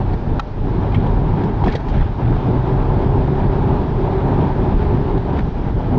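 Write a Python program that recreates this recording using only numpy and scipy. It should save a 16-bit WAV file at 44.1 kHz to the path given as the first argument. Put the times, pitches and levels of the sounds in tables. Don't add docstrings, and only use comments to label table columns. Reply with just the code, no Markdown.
import sys
import numpy as np
from scipy import signal
from scipy.fft import rfft, irfft, next_fast_len
from scipy.io import wavfile
from scipy.ndimage import uniform_filter1d, map_coordinates

SR = 44100
rng = np.random.default_rng(int(sys.argv[2]) if len(sys.argv) > 2 else 0)


def to_wav(sig):
    pcm = np.clip(np.atleast_2d(sig), -1, 1) * 32767
    pcm = np.round(pcm).astype(np.int16)
    wavfile.write(sys.argv[1], SR, pcm.T)


def ratio_of_db(decibels):
    return 10 ** (np.asarray(decibels, float) / 20)


N = 263963
TIME_S = np.arange(N) / SR
HIT_S = np.arange(SR // 8) / SR


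def unit(x):
    return x / np.sqrt(np.mean(x ** 2) + 1e-20)


def curves(rows):
    s, *cols = np.transpose(rows)
    return [np.interp(TIME_S, s, c) for c in cols]


def wobble(rate):
    knots = rng.standard_normal(int(N * rate / SR) + 4)
    return map_coordinates(knots, [np.arange(N) * rate / SR])


def humps(s, height, half_s):
    return np.sum(height * np.exp(-((TIME_S - s) / half_s) ** 2), axis=0)


def rush(spectrum, patchy_db):
    z = signal.stft(rng.standard_normal(N + 512), nperseg=512)[2]
    field = uniform_filter1d(rng.standard_normal(z.shape), 6, 0)
    field = uniform_filter1d(field, 10, 1)
    patchy = signal.istft(z * ratio_of_db(patchy_db * unit(field)), nperseg=512)[1][:N]
    m = next_fast_len(N + 8192)
    hz, db = np.transpose(spectrum)
    gain_db = np.interp(np.log(np.fft.rfftfreq(m, 1 / SR) + 1), np.log(hz + 1), db)
    return unit(irfft(rfft(patchy, m) * ratio_of_db(gain_db), m)[:N])


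def ring(modes, smear, rise):
    hz, db, t60 = np.transpose(modes)[:, :, None]
    strength, detune = rng.standard_normal((2, len(hz), 1))
    drift = smear * np.cumsum(rng.standard_normal((len(hz), len(HIT_S))), axis=1)
    level = ratio_of_db(db + 1.5 * strength - 60 * HIT_S / np.maximum(t60, 0.005))
    tones = level * np.sin(2 * np.pi * hz * (1 + 0.017 * detune) * HIT_S + drift)
    return np.sum(tones, axis=0) * (1 - np.exp(-HIT_S / rise))


def place(out, s, hit):
    out[round(s * SR):][:len(hit)] += hit


# (time [s], depth [dB])
DUCKS = [(0.15, 8), (0.39, 15.5), (1.2, 2.5), (1.5, 4.5), (1.69, 3.5), (1.766, 8), (2.034, 8.5), (2.385, 2),
         (2.83, 1), (3.24, 2.5), (3.84, 3), (4.482, 4), (5.179, 5), (5.398, 6), (5.491, 4.5), (5.71, 5)]


def ducking():
    attack_s, hold_s, recover_db_per_s = 0.0027, 0.046, 39.5
    s, depth_db = np.transpose(DUCKS)[:, :, None]
    since = TIME_S - s
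    left_db = depth_db - recover_db_per_s * np.maximum(since - hold_s, 0)
    return -np.sum(np.clip(since / attack_s, 0, 1) * np.maximum(left_db, 0), axis=0)


# (frequency [Hz], density [dB per Hz])
SELF_NOISE = [(1500, -27.5), (3000, -3.5), (5000, -1), (6500, -10), (8000, -33), (10000, -60)]


def self_noise():
    return ratio_of_db(-60.5) * rush(SELF_NOISE, patchy_db=2.0)


# (time [s], level [dB], half length [s])
GRAVEL = [(0.14, -58, .02), (1, -45, 0.083), (1.422, -43, 0.045), (1.69, -38.5, 0.06), (1.745, -45, .025),
          (1.983, -39, 0.083), (2.29, -43.5, 0.08), (4.421, -53, 0.052), (4.85, -44.5, 0.16),
          (5.03, -54, .04), (5.385, -42.5, 0.033)]


def gravel():
    s, db, half_s = np.transpose(GRAVEL)[:, :, None]
    crunch = ratio_of_db(3.4 * wobble(150)) * rush([(900, -38.5)] + HISS[1:], patchy_db=0.5)
    return humps(s, ratio_of_db(db), half_s) * unit(crunch)


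# (time
# [s], level [dB], frequency [Hz], t60 [s])
PINGS = [(.3966, -11, 850, 0.028), (.3958, -27, 5400, .012), (0.397, -23, 4000, .012),
         (.4006, -29, 5000, .009), (0.9443, -23, 2080, .035), (.9448, -24.5, 3130, 0.024),
         (0.9458, -30, 2650, .035), (.9452, -49, 7800, .06), (.9535, -32, 3220, 0.027),
         (.951, -26, 1800, .035), (.96, -31.5, 2300, 0.046), (1.6804, -24, 1800, .05),
         (1.7222, -27, 2250, .025), (1.7235, -41, 5000, .02), (1.7508, -10, 477, 0.026),
         (1.751, -22, 1900, 0.027), (1.7555, -29, 3270, 0.032), (1.765, -33, 1760, 0.035),
         (5.3875, -31, 1810, 0.036)]


def pings():
    out = np.zeros(N + SR)
    for s, db, hz, t60 in PINGS:
        place(out, s, ring([(hz, db, t60)], smear=0.083, rise=0.0014))
    return out[:N]


# (time [s], level [dB], frequency [Hz], t60 [s])
PANEL = [(.133, -21, 810, .02), (.1418, -17, 750, 0.018), (1.338, -17, 910, 0.026),
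         (1.605, -21, 900, 0.034), (1.618, -21.5, 966, 0.072), (1.6385, -8.5, 850, 0.025),
         (1.661, -12, 930, 0.026), (2.366, -17, 790, 0.018), (5.177, -18.5, 790, 0.025)]


def door_panel():
    out = np.zeros(N + SR)
    for s, db, hz, t60 in PANEL:
        place(out, s, ring([(hz, db, t60)], smear=0.012, rise=0.0006))
    return out[:N]


# (time [s], peak [dB], thud [dB], tick [dB], loudest part [Hz])
RATTLE = [(0.134, -32, 8, -18, 1950), (0.921, -31.5, 4, -19, 2410), (0.9455, -29, -4, -19.5, 2150),
          (0.9504, -31, -2, -19, 2250), (0.9565, -34, -1, -25, 3270), (0.966, -34, -2, -18, 2320),
          (0.998, -33, 14, -22, 1980), (1.066, -36, 20, -12, 3100), (1.15, -45, 5, -18, 1850),
          (1.338, -39, 16, -25, 1680), (1.437, -32, 15, -12.5, 1590), (1.606, -51, 24, -24, 1630),
          (1.6398, -28, 6, -12.5, 2180), (1.6435, -31, 4, -14, 3400), (1.6608, -27, 12, -15.5, 2460),
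          (1.6728, -29.5, 24, -11, 2570), (1.677, -29, 0, -17, 2700), (1.6809, -25, 9, -22, 1760),
          (1.6862, -34, 3, -18, 2500), (1.6985, -28, 6, -26, 1820), (1.723, -30, -9, -7, 2280),
          (1.752, -29, -5, -15, 1890), (1.7552, -27, 8, -11.5, 1810), (1.763, -37, -6, -17, 3270),
          (1.803, -35, 12, -18, 1390), (1.8847, -31, -6, -11, 1830), (1.898, -40, -6, -10, 3180),
          (1.9414, -30.5, -1, -21, 1610), (1.9776, -31, -4, -18, 1750), (2.0084, -29, 0.5, -16, 1940),
          (2.366, -38, 26, -16, 1600), (5.177, -34, 10, -12.5, 1620), (5.386, -30, -2, -20, 1770)]
# (frequency [Hz], level [dB])
TRIM = [(1800, 0.5), (2250, -1.5), (2750, -7), (3250, -1.5), (3900, -10.5)]
# (frequency [Hz], level [dB])
THUD = [(250, 7), (450, 4.5), (700, 7), (900, 2), (1100, -13.5)]
# (frequency [Hz], density [dB per Hz])
TICK = [(1200, -17.5), (2200, 2.5), (4200, 4.5), (5700, -2.5), (7500, -10.5), (9000, -28.5), (10500, -35.5),
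        (11500, -120)]


def trim_knocks():
    out = np.zeros(N + SR)
    t60 = 0.051
    grit = np.pad(rush(TICK, patchy_db=-2.5), (0, SR))
    tick_shape = ratio_of_db(-60 * HIT_S / t60) * (1 - np.exp(-HIT_S / 0.0014))
    for s, db, thud_db, tick_db, part_hz in RATTLE:
        trim_modes = [(hz, level, t60) for hz, level in TRIM + [(part_hz, 4)]]
        thud_modes = [(hz, level, 0.51 * t60) for hz, level in THUD]
        rattle = ring(trim_modes, smear=0.085, rise=0.0015)
        thud = ratio_of_db(thud_db + 0.5) * ring(thud_modes, smear=0.004, rise=0.00049)
        tick = ratio_of_db(tick_db + 13.5) * grit[round(s * SR):][:len(HIT_S)] * tick_shape
        place(out, s - 0.001, ratio_of_db(db - 10.0) * (rattle - thud + tick))
    return out[:N]


# (time [s], peak [dB])
SNAP = [
    (0.395, -18),
    (0.3971, -17),
    (0.4006, -21),
]
# (frequency [Hz], level [dB], t60 [s])
PAN = [(1870, -11, 0.023), (2520, -9.5, 0.018), (3100, -8, 0.014), (3760, -3, 0.0099), (4100, -7, 0.0086),
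       (5250, -11, 0.008), (5940, -15, 0.008), (7060, -17, 0.009)]
# (frequency
# [Hz], level [dB], t60 [s])
PAN_BODY = [(850, -17, 0.025), (1180, -12, 0.016), (1306, -15, 0.041)]


def stone():
    out = np.zeros(N + SR)
    place(out, SNAP[0][0], -ring(PAN_BODY, smear=0.004, rise=0.0011))
    for s, db in SNAP:
        skin = ring(PAN, smear=0.059, rise=0.00063)
        carrier = np.sin(2 * np.pi * 7500 * HIT_S)
        spit = ratio_of_db(-22 - 60 * HIT_S / 0.0081) * rng.standard_normal(len(HIT_S)) * carrier
        place(out, s, ratio_of_db(db - 2.0) * (skin + spit))
    return out[:N]


# (time [s], crankshaft turns [Hz], throttle [dB])
CRANK = [(0.0, 25.0, -5), (0.8, 25.6, -4), (1.6, 25.1, -6), (2.0, 27, -6), (2.3, 29.8, -4), (2.8, 32.6, -1),
         (3.05, 34.6, 0), (4.0, 34.8, 0), (4.8, 34.5, 0), (5.2, 34.5, 0), (5.6, 32.5, -7), (6.0, 31.2, -7)]
# (multiple of the turns, level [dB])
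ORDERS = [(2, -28.5), (3, -44), (4, -28), (6, -35.5), (8, -39.5), (10, -41), (11, -36), (12, -37.5)]
# (frequency [Hz], width [Hz], lift [dB])
BOOM = [(124, 20, 4), (400, 89, 7)]


def engine():
    turns_hz, throttle_db = curves(CRANK)
    angle = 2 * np.pi * np.cumsum(turns_hz) / SR
    hum = np.zeros(N)
    for k, db in ORDERS:
        boom_db = sum(lift_db / (1 + (2 * (k * turns_hz - hz) / width_hz) ** 2)
                      for hz, width_hz, lift_db in BOOM)
        pull_db = throttle_db * (2.1 if k > 9 else 0.063)
        unsteady_db = 1.5 * wobble(6) + 2 * wobble(20)
        tone = np.sin(k * angle + 0.45 * wobble(5))
        hum += ratio_of_db(db + boom_db + pull_db + unsteady_db) * tone
    return hum * ratio_of_db(ducking() + 2.5)


# (time [s], floor heave [dB], body shudder [dB], half length [s])
BUMPS = [(0.145, 10, -0.5, 0.042), (0.336, 5.5, 3.5, 0.046), (0.653, 5, 3.5, 0.04), (0.98, -1, 7, 0.017),
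         (1.03, 0.5, 1, .04), (1.292, 4, 1, 0.042), (1.494, 5, 0.5, 0.03), (1.644, 7, 1.5, 0.019),
         (1.69, 6, 7, 0.0088), (1.94, 7.5, 0.5, 0.065), (2.032, 16, 0.5, 0.031), (2.336, 5.5, 2, 0.052),
         (2.492, -5, 5.5, 0.024), (3.182, 3, 0.5, 0.026), (3.31, -4, 4.5, 0.024), (3.382, 4.5, -5.5, 0.033),
         (3.5, 15, -2, 0.02), (3.99, 1.5, -4.5, 0.046), (4.46, -1.5, 0, .03), (4.794, 4.5, 0, 0.13),
         (4.946, -1, 7.5, 0.017), (5.146, 3, 5, 0.029), (5.464, 6.5, 2, 0.086), (5.767, 7, 3.5, 0.025),
         (5.88, 0, 0, .08), (3.504, -1.5, 1, 0.16), (2.607, 1, -4, 0.072), (5.985, -12, 8, 0.017),
         (0.047, -5, -2, 0.09), (1.1, 0.5, 1, 0.091), (3.56, -0.5, -1.5, 0.088), (4.25, -0.5, 1.5, 0.091),
         (5.02, 0, -1, .07)]


def bumps():
    s, heave_db, shudder_db, half_s = np.transpose(BUMPS)[:, :, None]
    return humps(s, heave_db, half_s), humps(s, shudder_db, half_s)


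# (time [s], coarseness [dB])
ROAD = [(0.0, -0.5), (0.6, 0), (1.1, 0), (1.55, 0), (2.2, 0.5), (2.8, 2), (3.3, 2), (3.75, 2.5), (4.0, 0),
        (4.4, 3.5), (4.85, 0), (5.35, 1.5), (5.6, -2), (5.99, 1.5)]
# (level [dB], follows the surface [dB/dB], follows the ducking [dB/dB])
PATHS = [
    (-19.5, -0.66, 0.67),
    (-19, 0.79, 0.83),
    (-29.5, 1.2, 0.74),
    (-42.5, .9, 0.52),
]
# (frequency [Hz], density [dB per Hz])
RUMBLE = [(7, -26.5), (12, -14.5), (24, -2), (32, 1), (41, 5), (50, -1), (60, -6.5), (90, -5), (120, -29),
          (200, -120)]
# (frequency [Hz], density [dB per Hz])
DRONE = [(53, -32), (90, 0.5), (140, 1), (168, -2.5), (221, -7.5), (257, -5), (313, -10), (376, -8),
         (423, -11), (480, -15), (620, -48.5), (1060, -120)]
# (frequency [Hz], density [dB per Hz])
ROAR = [(280, -34), (480, -5), (511, -1), (591, 2.5), (640, 0), (839, 3.5), (971, 0.5), (1060, -4.5),
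        (1200, -8.5), (1350, -15.5), (1690, -46.5), (2860, -120)]
# (frequency [Hz], density [dB per Hz])
HISS = [(760, -32.5), (1300, -1.5), (1600, -1), (1910, -7), (2420, -9.5), (2650, -12.5), (3600, -14.5),
        (5000, -25), (6400, -31.5), (7500, -32), (8500, -38.5), (10500, -39.5), (10900, -52.5),
        (20000, -51.5)]


def road():
    (coarse_db,) = curves(ROAD)
    duck_db = ducking()
    rumble_db, drone_db, roar_db, hiss_db = [
        db + follow * coarse_db + duck * duck_db for db, follow, duck in PATHS]
    surface = wobble(30)
    heave_db, shudder_db = bumps()
    rumble_db = rumble_db + heave_db - 1.5
    drone_db = drone_db + shudder_db + 1.15 * wobble(14) - 0.54 + 0.89 * surface
    roar_db = roar_db - 0.42 + 1.1 * surface + 0.42 * wobble(70)
    hiss_db = hiss_db - 0.27 + 0.64 * surface + 0.12 * wobble(90)
    rumble = ratio_of_db(rumble_db) * rush(RUMBLE, patchy_db=-1.0)
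    drone = ratio_of_db(drone_db) * rush(DRONE, patchy_db=0.73)
    roar = ratio_of_db(roar_db) * rush(ROAR, patchy_db=0.87)
    hiss = ratio_of_db(hiss_db) * rush(HISS, patchy_db=1.0)
    return rumble + drone + roar + hiss


def scene():
    knocks = pings() + door_panel() + trim_knocks() + stone()
    return (self_noise() + gravel() + knocks + engine() + road())[None]


def band_limit(x):
    return signal.sosfilt(signal.butter(12, 15800, fs=SR, output="sos"), x)


def record(dry):
    power = np.abs(uniform_filter1d(dry ** 2, round(0.04 * SR)))
    evened = ratio_of_db(2.0) * dry / (1 + power / 0.045) ** 0.33
    squeezed = evened / (1 + np.abs(evened / 0.85) ** 4) ** (1 / 4)
    dull = signal.sosfiltfilt(signal.butter(2, 6500, fs=SR, output="sos"), squeezed)
    dull = signal.sosfiltfilt(signal.butter(10, 11000, fs=SR, output="sos"), dull)
    dull = dull * np.minimum(TIME_S / 0.002, 1)
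    converter_hiss = ratio_of_db(-95.0) * rng.standard_normal(dry.shape)
    mix = dull + converter_hiss - 0.0063
    return band_limit(mix)


dry = scene()
out = record(dry)
to_wav(out)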